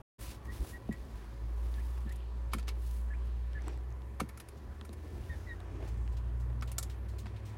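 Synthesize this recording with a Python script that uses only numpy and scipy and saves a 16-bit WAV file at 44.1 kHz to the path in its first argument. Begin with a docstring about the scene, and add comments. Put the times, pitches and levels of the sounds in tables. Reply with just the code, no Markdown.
"""Indoors, close to a hand-held phone, a hen pecks feed off the bottom of a plastic tub and peeps softly. Pecks
and scrapes are grainy noise bursts, the tub rings in decaying modes, seeds tick as short sines with clicks.
Peeps are gliding sines with a short tail from the tub walls; the hand bumps low and cloth rustles in noise
swells. An eight-cylinder engine outside drones low, a sum of sine orders that swell and sink at their own
levels. Banded noise and wavering low hums make the room air, one hum holding an engine order at a steady pitch;
the sound drops out briefly near the start."""
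import sys
import numpy as np
from scipy import signal
from scipy.io import wavfile
from scipy.ndimage import uniform_filter1d

SR = 44100
rng = np.random.default_rng(int(sys.argv[2]) if len(sys.argv) > 2 else 0)


def waveform_to_disk(signal):
    """Save audio, clipped to [-1, 1], as 16-bit WAV at the path in sys.argv[1]."""
    frames = np.transpose(np.atleast_2d(signal))
    scaled = np.clip(frames, -1, 1) * 32767
    samples = np.round(scaled).astype(np.int16)
    wavfile.write(sys.argv[1], SR, samples)


N = 333837

# colour of the room air: pitch_hz [Hz], density_db [relative dB per Hz]
ROOM_COLOUR = [(15, -51), (25, -21), (41, -1), (64, 0), (78, -5), (87, -17.5), (127, -26.5), (145, -46),
               (195, -30), (229, -27), (545, -38.5), (591, -38.5), (988, -36), (2160, -47), (16000, -69)]
# narrow bands of noise in the room air: pitch_hz [Hz], width_hz [Hz], level_db [dB rms]
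ROOM_BANDS = [(208, 30, -64), (390, 138, -64.5), (551.8, 10.3, -71), (764, 82, -82.5), (993, 36, -71),
              (1119, 16, -76.5), (1763, 41, -77), (1928, 43, -80.5)]
# steady low hums, before they waver: pitch_hz [Hz], level_db [dB rms]; the 110 Hz one is the engine's fifteenth
# order, held at one pitch
LOW_HUMS = [(102, -65.5), (110, -61), (120, -63.5)]
ROOM_AIR_DB = -56.5  # rms

# bumps of the hand on the phone: middle_s [s], length_s [s], level_db [dB]
HAND_BUMPS = [(.225, 0.058, -44), (.29, 0.054, -42.5), (.4, 0.081, -47), (.48, 0.062, -39.5),
              (.535, 0.054, -47), (.618, 0.037, -33), (.74, .08, -42), (.93, 0.093, -45),
              (1.025, 0.051, -38.5), (1.07, 0.066, -46), (1.166, .05, -44), (4.7, .1, -45), (5.2, .1, -39),
              (5.3, 0.071, -40.5), (5.38, .05, -46)]

# cloth and feathers, one row a movement: middle_s [s], length_s [s], bright_db [dB], middle_part_db [dB]
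CLOTH_MOVES = [(.23, 0.073, -56, -60.5), (.3, 0.11, -59, -56.5), (.46, 0.044, -72, -74),
               (.555, 0.083, -60.5, -60), (.68, 0.14, -57.5, -60.5), (1.1, 0.51, -76.5, -73),
               (1.8, 0.49, -69, -69.5), (2.91, 0.22, -63.5, -69), (3.272, 0.049, -79, -94),
               (3.7, 0.13, -94, -71), (5.244, 0.53, -74, -72), (5.87, .1, -78, -68)]
# dull stirring in the tub: middle_s [s], length_s [s], stir_db [dB], boom_db [dB, near 350 Hz]
TUB_STIRS = [(.3, .3, -62, -61.5), (.65, 0.22, -64, -54.5), (1.66, .6, -63, -61.5), (2.71, .3, -66, -72),
             (3.69, 0.072, -47.5, -47.5), (5.12, 0.37, -62.5, -55), (5.76, 0.23, -59, -54.5),
             (5.83, 0.066, -49, -52.5), (7.2, 1.51, -63, -64)]
# grainy scratch: middle_s [s], length_s [s], level_db [dB]
GRAINY_SCRATCH = [(3.7, 0.12, -69.5)]
STIR_BED_DB, BOOM_BED_DB = -62.5, -67  # steady beds under the stirring swells

# single seed ticks: start_s [s], level_db [dB peak], pitch_hz [Hz], dull_db [dB over level_db]
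SEED_TICKS = [(0.456, -54, 6000, 8), (0.647, -51, 3000, 8.5), (0.889, -63, 3000, 16.5),
              (1.7413, -41, 3600, -20), (1.976, -51, 2600, 0), (2.007, -57, 6000, -6),
              (2.117, -53, 7000, -12), (2.2047, -52, 3070, -8), (3.5327, -51, 5450, -13),
              (3.5327, -47, 3080, -15), (3.621, -46, 6120, -4), (3.6815, -38.5, 7840, 4),
              (3.775, -56, 8000, 8), (3.837, -61, 9200, -12), (3.905, -57, 6310, -6),
              (3.925, -54, 6420, -14), (4.0197, -50.5, 3560, -12), (4.812, -41, 3390, -4),
              (4.893, -43.5, 3860, -8), (5.238, -49, 3080, -12), (5.604, -44, 3845, -12),
              (6.0776, -45.5, 2911, 0), (6.612, -42, 5547, -19), (6.6607, -55, 8010, -15),
              (7.258, -55.5, 2603, 14), (7.268, -56, 2600, 14)]
TICK_T60_S = .0043

# peeps: start_s [s], length_s [s], first_pitch_hz [Hz], last_pitch_hz [Hz], flick_hz [Hz, added at the end],
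# level_db [dB, before it trembles], octave_db [dB over the whistle]
HEN_PEEPS = [(0.472, 0.06, 1790, 1960, 110, -60, -38), (0.724, 0.053, 1890, 1910, 5, -58, -38),
             (0.906, 0.062, 1920, 1913, 20, -55, -32), (1.772, .048, 1660, 1800, 700, -61, -38),
             (2.063, .064, 1737, 1800, 280, -58.5, -27), (3.096, .058, 1713, 1705, 690, -58, -38),
             (3.543, 0.06, 1747, 1720, 380, -53, -36), (5.289, 0.076, 1911, 1776, 5, -53, -20),
             (5.463, 0.079, 2026, 1853, 5, -53, -19)]
GLIDE_EASE = 0.624  # under 1: the pitch moves most at the start
PEEP_ATTACK_S, PEEP_RELEASE_S, FLICK_S, FLICK_RISE_S = 0.013, 0.017, 0.021, 0.0106

# dull knocks on the tub wall: start_s [s], level_db [dB peak], contact_ms [ms]
WALL_KNOCKS = [(0.888, -26.5, 1.45), (2.05, -37.5, 2.9), (2.543, -31.5, 1.8), (2.561, -36, 2.1),
               (3.679, -46, 0.62), (4.21, -28, 1.34), (4.23, -35, 2.6), (4.558, -45, 0.83),
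               (4.81, -44.5, 1.18), (4.89, -40.5, 1.4), (7.256, -43.5, 1.96)]
# modes of the free tub wall: pitch_hz [Hz], level_db [relative dB], t60_s [s]
WALL_MODES = [(117.5, -8, 0.18), (152, 2.5, 0.12), (183.6, 0.5, 0.08), (215.7, 8, 0.097),
              (254.6, -0.5, 0.07), (309, -2.5, 0.12), (390, -0.5, 0.043), (539, -3.5, 0.046),
              (665, 0, 0.022), (960, -11, 0.044), (1310, 5, 0.018)]
RING_SHARE = 0.65  # feed on the bottom shortens the ring of the free wall

# engine firing: time_s [s], firing_hz [firings per s], level_db [dB rms]
ENGINE_FIRING = [(1.2, 52.9, -44), (1.35, 56.2, -45), (1.45, 56.17, -36.5), (1.65, 57.98, -34),
                 (2.0, 60.67, -36), (2.26, 58.76, -39.5), (2.4, 58.92, -37), (2.9, 58.46, -35.5),
                 (3.27, 59.03, -35), (3.79, 60.6, -37.5), (4.0, 62.85, -43), (4.2, 65.42, -42.5),
                 (4.4, 66.4, -54), (4.7, 72.3, -46), (5.65, 88.56, -46), (6.03, 91.9, -46.5),
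                 (6.31, 95.3, -52), (6.6, 97.36, -51.5), (7.2, 98.6, -45.5), (7.57, 104, -45.5)]
# fifth order of the cycle, a low drone that swells and then recedes: time_s [s], level_db [dB rms]
FIFTH_ORDER = [(5.2, -69), (5.4, -47), (5.7, -44.5), (6.0, -34.5), (6.5, -35), (6.8, -41), (7.1, -39.5),
               (7.57, -50)]
# the other orders: multiple of the cycle rate, level_db [dB, before load and walls]
OTHER_ORDERS = [(6, -52.5), (9, -66), (10, -57), (14, -65), (16, -57), (18, -66), (20, -68)]
# level of the other orders: time_s [s], level_db [dB]
ENGINE_LOAD = [(1.2, -14.5), (4.5, -9.5), (6.0, -3.5), (7.5, -3)]
# what the walls let through of the other orders: pitch_hz [Hz], gain_db [dB]
WALL_PASS = [(40, -11), (70, 5), (90, -14), (110, 7), (122, 6.5), (132, -27), (170, -3), (200, -7),
             (260, -3)]

# pecks: start_s [s], crack_db [dB peak], crunch_db [dB over crack], tub_db [dB over crack],
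# colour_hz [Hz, of the crack], spot_hz [Hz, of the struck spot]
BEAK_PECKS = [(0.9234, -47.5, 0, -0.5, 7460, 1910), (2.0921, -50, 3, -16, 7930, 1790),
              (2.1218, -45, 0.5, -13, 11200, 1760), (2.1577, -48, -1, -18, 9920, 867),
              (2.5327, -30, 1, 6.5, 10100, 1180), (2.583, -44.5, 3, -1, 6910, 1210),
              (2.5934, -49, 7, -8, 6370, 2280), (2.6265, -59.5, 11, 7, 6430, 840),
              (2.6787, -43.5, 8.5, 2, 6240, 856), (2.6861, -41.5, 10, -4, 6600, 2050),
              (4.1979, -38, -18, 8, 5950, 1050), (4.2021, -31.5, 3.5, 4.5, 6410, 1350),
              (4.289, -44.5, -2.5, -4, 10500, 2280), (4.3738, -42.5, -3, -5, 10240, 1306),
              (4.3993, -39.5, -1, -8, 10220, 1420), (4.4852, -42.5, -3, -9, 9880, 813),
              (4.8488, -47.5, -11, -1, 9600, 1990), (4.9287, -46, -4, -19, 10050, 964),
              (6.6221, -44, 6.5, 10.5, 7020, 1114), (6.6265, -55, -6, 15, 7130, 1170),
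              (6.716, -35.5, -4.5, -14, 9500, 1890), (6.7815, -21, -21, -12, 8000, 1280),
              (6.827, -31, -27, -15, 7700, 807)]
# tub ring under the pecks: pitch_hz [Hz], level_db [dB, before the struck spot's favour], t60_s [s]
TUB_MODES = [(800, 0, 0.012), (940, -28.5, 0.023), (1163, -2, 0.017), (1330, 8.5, 0.013), (1785, -3, 0.032),
             (2210, 0.5, 0.03)]
PECK_RISE_MS, PECK_T60_S = 1, 0.041

# beak or claw dragged through feed: start_s [s], level_db [dB peak], low_db [dB over level_db], t60_s [s]
FEED_SCRAPES = [(2.517, -59.5, 12.5, 0.31), (2.671, -52.5, 5, 0.11), (4.57, -57, -7, 0.11),
                (5.8757, -51.5, -13, 0.14), (5.972, -59, -7, 0.062), (6.121, -56.5, -4, 0.2),
                (6.1664, -53, 1.5, 0.11), (6.398, -55, -12, 0.19), (6.673, -48, 0, 0.18),
                (6.8958, -46, -1.5, 0.16), (7.0851, -52, -12, 0.19), (7.183, -44, -16, 0.13),
                (7.262, -60, 12.5, 0.16), (7.3605, -63, 10.5, 0.14), (7.4515, -51.5, -9, 0.39)]

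SILENCE_START_S, SILENCE_END_S = 0.0186, 0.1827
TOP_HZ = 15900


def undb(db):
    """Decibels to gain."""
    return 10 ** (np.asarray(db) / 20)


def level(x, db):
    """Scale to an rms level."""
    return x * undb(db) / np.sqrt(np.mean(x ** 2))


def curve(rows, off=None):
    """Columns of a table joined by straight lines in time; off is the value outside the rows."""
    s, *columns = np.transpose(rows)
    return [np.interp(np.arange(N) / SR, s, c, left=off, right=off) for c in columns]


def band(lo_hz, hi_hz, x):
    """Band-pass."""
    return signal.sosfilt(signal.butter(2, [lo_hz, min(hi_hz, .45 * SR)], "bandpass", fs=SR, output="sos"), x)


def walk(rate):
    """Slow random drift: levels held for 1 / rate seconds, then slewed twice."""
    k = int(SR / rate)
    held = np.repeat(rng.standard_normal(N // k + 1), k)
    return 1.043 * uniform_filter1d(uniform_filter1d(held, k), k)[:N]


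def fade(t, t60):
    """Exponential decay, 60 dB in t60 seconds (2 ms at least)."""
    return np.exp(-np.log(1000) * t / max(t60, .002))


def add(out, s, x, db):
    """Place a sound at time s with a peak level."""
    i = int(s * SR)
    x = x[:N - i]
    out[i:i + len(x)] += x * undb(db) / np.abs(x).max()


def ring(x, modes):
    """A blow convolved with decaying modes."""
    t = np.arange(4096) / SR
    body = sum(undb(db) * np.sin(2 * np.pi * hz * t) * fade(t, t60) for hz, db, t60 in modes)
    return signal.fftconvolve(x, body)[:len(x)]


def swells(rows, flat):
    """Summed gains of sounds that swell and sink about their middle; a larger flat holds the top longer."""
    t = np.arange(N) / SR
    return sum(undb(dbs)[:, None] * np.exp(-np.abs(2 * (t - s) / length) ** flat)
               for s, length, *dbs in rows)


def room():
    """Steady indoor air: half-octave bands that flicker, narrow bands and low hums wavering in pitch and level."""
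    air = 0
    colour_hz, colour_db = np.transpose(ROOM_COLOUR)
    for hz in 90 * 2 ** np.arange(0, 8, .5):
        db = np.interp(np.log(hz), np.log(colour_hz), colour_db) + 3.7 * walk(6)
        air = air + undb(db) * band(hz / 1.248, hz * 1.183, rng.standard_normal(N))
    low_air = band(33, 106, rng.standard_normal(N))
    out = level(air, ROOM_AIR_DB) + level(low_air, -60.5)
    for hz, width, db in ROOM_BANDS:
        out += level(band(hz - width / 2, hz + width / 2, rng.standard_normal(N)), db)
    for hz, db in LOW_HUMS:
        gain = np.sqrt(2) * undb(db + 3.4 * walk(8.3))
        phase = 2 * np.pi * np.cumsum(hz * (1 + 0.01044 * walk(4.4))) / SR
        out += gain * np.sin(phase)
    return out


def handling():
    """Low bumps of the hand that holds the phone: the case wobbles at a wandering pitch."""
    wobble = np.sin(2 * np.pi * np.cumsum(62 * (1 + 0.084 * walk(14))) / SR)
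    rumble = band(44, 75.5, rng.standard_normal(N))
    rub = band(65, 216, rng.standard_normal(N))
    bumps = level(wobble, -1.1) + level(rumble, -4.5) + level(rub, -14)
    return bumps * (undb(-62.5) + swells(HAND_BUMPS, flat=1.84)[0])


def rustle():
    """Fine grains of rubbing cloth: a bright part near 10 kHz, a middle part, a scratch and a dull stir."""
    bright_gain, mid_gain = undb(-79.5) + swells(CLOTH_MOVES, flat=2.4)
    stir_gain, boom_gain = undb([[STIR_BED_DB], [BOOM_BED_DB]]) + swells(TUB_STIRS, flat=0.96)
    scratch_gain = swells(GRAINY_SCRATCH, flat=3.9)[0]
    # all the parts share one grain
    bright, mid, dull, rough, boom = rng.standard_normal((5, N)) * undb(1.86 * walk(300))

    bright = band(6000, 18300, bright) + .5 * band(9200, 11500, bright)
    mid = band(960, 5540, mid)
    scratch = band(5400, 5900, rough) + 1.7 * band(2300, 2800, rough) + 0.33 * band(7100, 8200, rough)
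    scratch = scratch * undb(3.0 * walk(120))
    stir = band(417, 965, dull) + 0.31 * band(610, 2250, dull)
    boom = band(272, 400, boom)

    out = bright_gain * level(bright, -0.42) + mid_gain * level(mid, 0.053)
    out += scratch_gain * level(scratch, 2)
    out += stir_gain * undb(2.0 * walk(70)) * level(stir, -6.0)
    return out + boom_gain * level(boom, -1.95)


def ticks():
    """A seed snaps against plastic: a cycle or two over a wide click, with a dull tap under it."""
    out, t = np.zeros(N), np.arange(1024) / SR
    for s, db, hz, dull_db in SEED_TICKS:
        noise = rng.standard_normal((2, len(t)))
        click = band(.5 * hz, 1.96 * hz, noise[0] * fade(t, 0.0032))
        click = click + 0.15 * band(1800, 12000, noise[0] * fade(t, 0.0027))
        snap = np.sin(2 * np.pi * hz * t) * fade(t, TICK_T60_S) * (1 - np.exp(-t / .0001))
        add(out, s, snap + 0.51 * click, db)
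        add(out, s, band(400, 1860, noise[1] * fade(t, 0.018)), db + dull_db)
    return out


def peeps():
    """Short, hoarse whistles that glide and may flick up at the end; some carry a faint, broken octave."""
    out, t = np.zeros(N), np.arange(N) / SR
    flutter = undb(3.0 * walk(60))
    waver = 1 + 0.0117 * walk(200)
    for s, length, first_hz, last_hz, flick_hz, db, octave_db in HEN_PEEPS:
        end = s + length
        glide = np.clip((t - s) / length, 0, 1) ** GLIDE_EASE
        flick = np.clip((t - end + FLICK_S) / FLICK_RISE_S, 0, 1)
        hz = first_hz + (last_hz - first_hz) * glide + flick_hz * flick
        phase = 2 * np.pi * np.cumsum(hz * waver) / SR
        gain = np.clip((t - s) / PEEP_ATTACK_S, 0, 1) * np.clip((end - t) / PEEP_RELEASE_S, 0, 1)
        whistle = np.sin(phase) + undb(octave_db) * flutter * np.sin(2 * phase)
        out += np.sqrt(2) * undb(db) * gain * whistle
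    hoarse = undb(2.0 * walk(120)) + 0.36 * walk(900)
    return out * hoarse


def tub_air(x):
    """The tub's walls throw the voice back in a short, dense tail."""
    t = np.arange(4096) / SR
    tail = rng.standard_normal(len(t)) * fade(t, 0.068)
    return x + undb(-2) * signal.fftconvolve(x, tail / np.sqrt(np.sum(tail ** 2)))[:N]


def thuds():
    """A soft push flexes the wall; every blow lands on another spot; bending waves bring the low modes late."""
    out, t = np.zeros(N), np.arange(8192) / SR
    for s, db, contact_ms in WALL_KNOCKS:
        push = np.hanning(int(max(contact_ms, .3) * SR / 1000))
        wall = 0
        spot = rng.standard_normal((len(WALL_MODES), 2))  # random level and phase of each mode
        for (hz, mode_db, t60), (spot_level, spot_phase) in zip(WALL_MODES, spot):
            since = np.maximum(t - (0.0963 / np.sqrt(hz) - .0025), 0)  # slower waves arrive later
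            gain = undb(mode_db + 3.2 * spot_level) * fade(since, RING_SHARE * t60)
            onset = 1 - np.exp(-since * hz / 0.32)
            wall = wall + gain * onset * np.sin(2 * np.pi * hz * since + 0.47 * spot_phase)
        add(out, s, signal.fftconvolve(push, wall), db)
    return out


def engine():
    """Orders of the eight-cylinder cycle; uneven firing feeds those between the firing tones."""
    t = np.arange(N) / SR
    firing_hz, firing_db = curve(ENGINE_FIRING)
    cycle_hz = firing_hz / 8  # eight firings a cycle
    cycle = 2 * np.pi * np.cumsum(cycle_hz) / SR
    out = undb(firing_db + .6 * walk(6)) * np.sin(8 * cycle)
    fifth_db = curve(FIFTH_ORDER, off=-90)[0]
    out += undb(fifth_db + .6 * walk(6)) * np.sin(5 * cycle)

    pass_hz, pass_db = np.transpose(WALL_PASS)
    load_db = curve(ENGINE_LOAD)[0]
    for order, order_db in OTHER_ORDERS:
        n = round(order)
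        through_db = np.interp(n * cycle_hz, pass_hz, pass_db)
        gain = undb(order_db + through_db + load_db + 5.8 * walk(2.96))
        out += gain * np.sin(n * cycle + rng.uniform(0, 2 * np.pi))
    fade_in = np.clip((t - .9) / 0.39, 0, 1)
    return np.sqrt(2) * fade_in * out


def pecks():
    """Each peck is a quick crunch of beak and seeds: a bright crack, and the tub rings under it."""
    out, t = np.zeros(N), np.arange(8192) / SR
    rise = 1 - np.exp(-1000 * t / PECK_RISE_MS)
    shape = rise * (fade(t, PECK_T60_S) + undb(-19) * fade(t, 0.16))
    for s, db, mid_db, tub_db, hz, spot_hz in BEAK_PECKS:
        noise = rng.standard_normal((4, len(t)))
        grain_db = 2.2 * uniform_filter1d(noise[1], size=24) * np.sqrt(24)
        crunch = noise[0] * undb(grain_db) * shape

        crack = band(3560, 14300, band(2580, 12000, crunch)) + 0.71 * band(0.853 * hz, 1.02 * hz, crunch)
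        crack = crack + 0.32 * band(12500, 20000, crunch * fade(t, 0.1))
        add(out, s, crack, db)
        mid = band(1880, 5550, crunch) + 0.75 * band(2450, 2760, noise[2] * shape)
        add(out, s, mid, db + mid_db)
        # the struck spot favours the modes near its own pitch: 7 dB lost an octave away
        modes = [(f, d - 7.0 * abs(np.log2(f / spot_hz)), t60) for f, d, t60 in TUB_MODES]
        add(out, s, ring(noise[3] * shape * fade(t, 1.0), modes), db + tub_db)
    return out


def scrapes():
    """Beak or claw drags through feed: gritty swishes that rise over a few milliseconds and trail off."""
    out, t = np.zeros(N), np.arange(8192) / SR
    for s, db, low_db, t60 in FEED_SCRAPES:
        noise = rng.standard_normal((2, len(t)))
        grain_db = 2.0 * uniform_filter1d(noise[1], size=40) * np.sqrt(40)
        grit = noise[0] * undb(grain_db) * (1 - np.exp(-t / 0.0019)) * fade(t, t60)
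        add(out, s, band(2600, 10100, grit) + 0.41 * band(8800, 16200, grit), db)
        add(out, s, band(1500, 4900, grit), db + low_db)
    return out


def scene():
    """Everything at one microphone."""
    hen = ticks() + tub_air(peeps()) + thuds() + pecks() + scrapes()
    return (room() + handling() + rustle() + engine() + hen)[None]


def record(dry):
    """The sound drops out briefly near the start, and a steep low-pass cuts the top."""
    t = np.arange(N) / SR
    fade_out = np.clip((SILENCE_START_S - t) / 0.0034, 0, 1)
    fade_in = np.clip((t - SILENCE_END_S) / 0.012, 0, 1)
    low_pass = signal.ellip(10, .2, 70, TOP_HZ, fs=SR, output="sos")
    return signal.sosfilt(low_pass, dry * (fade_out + fade_in))


dry = scene()
out = record(dry)
waveform_to_disk(out)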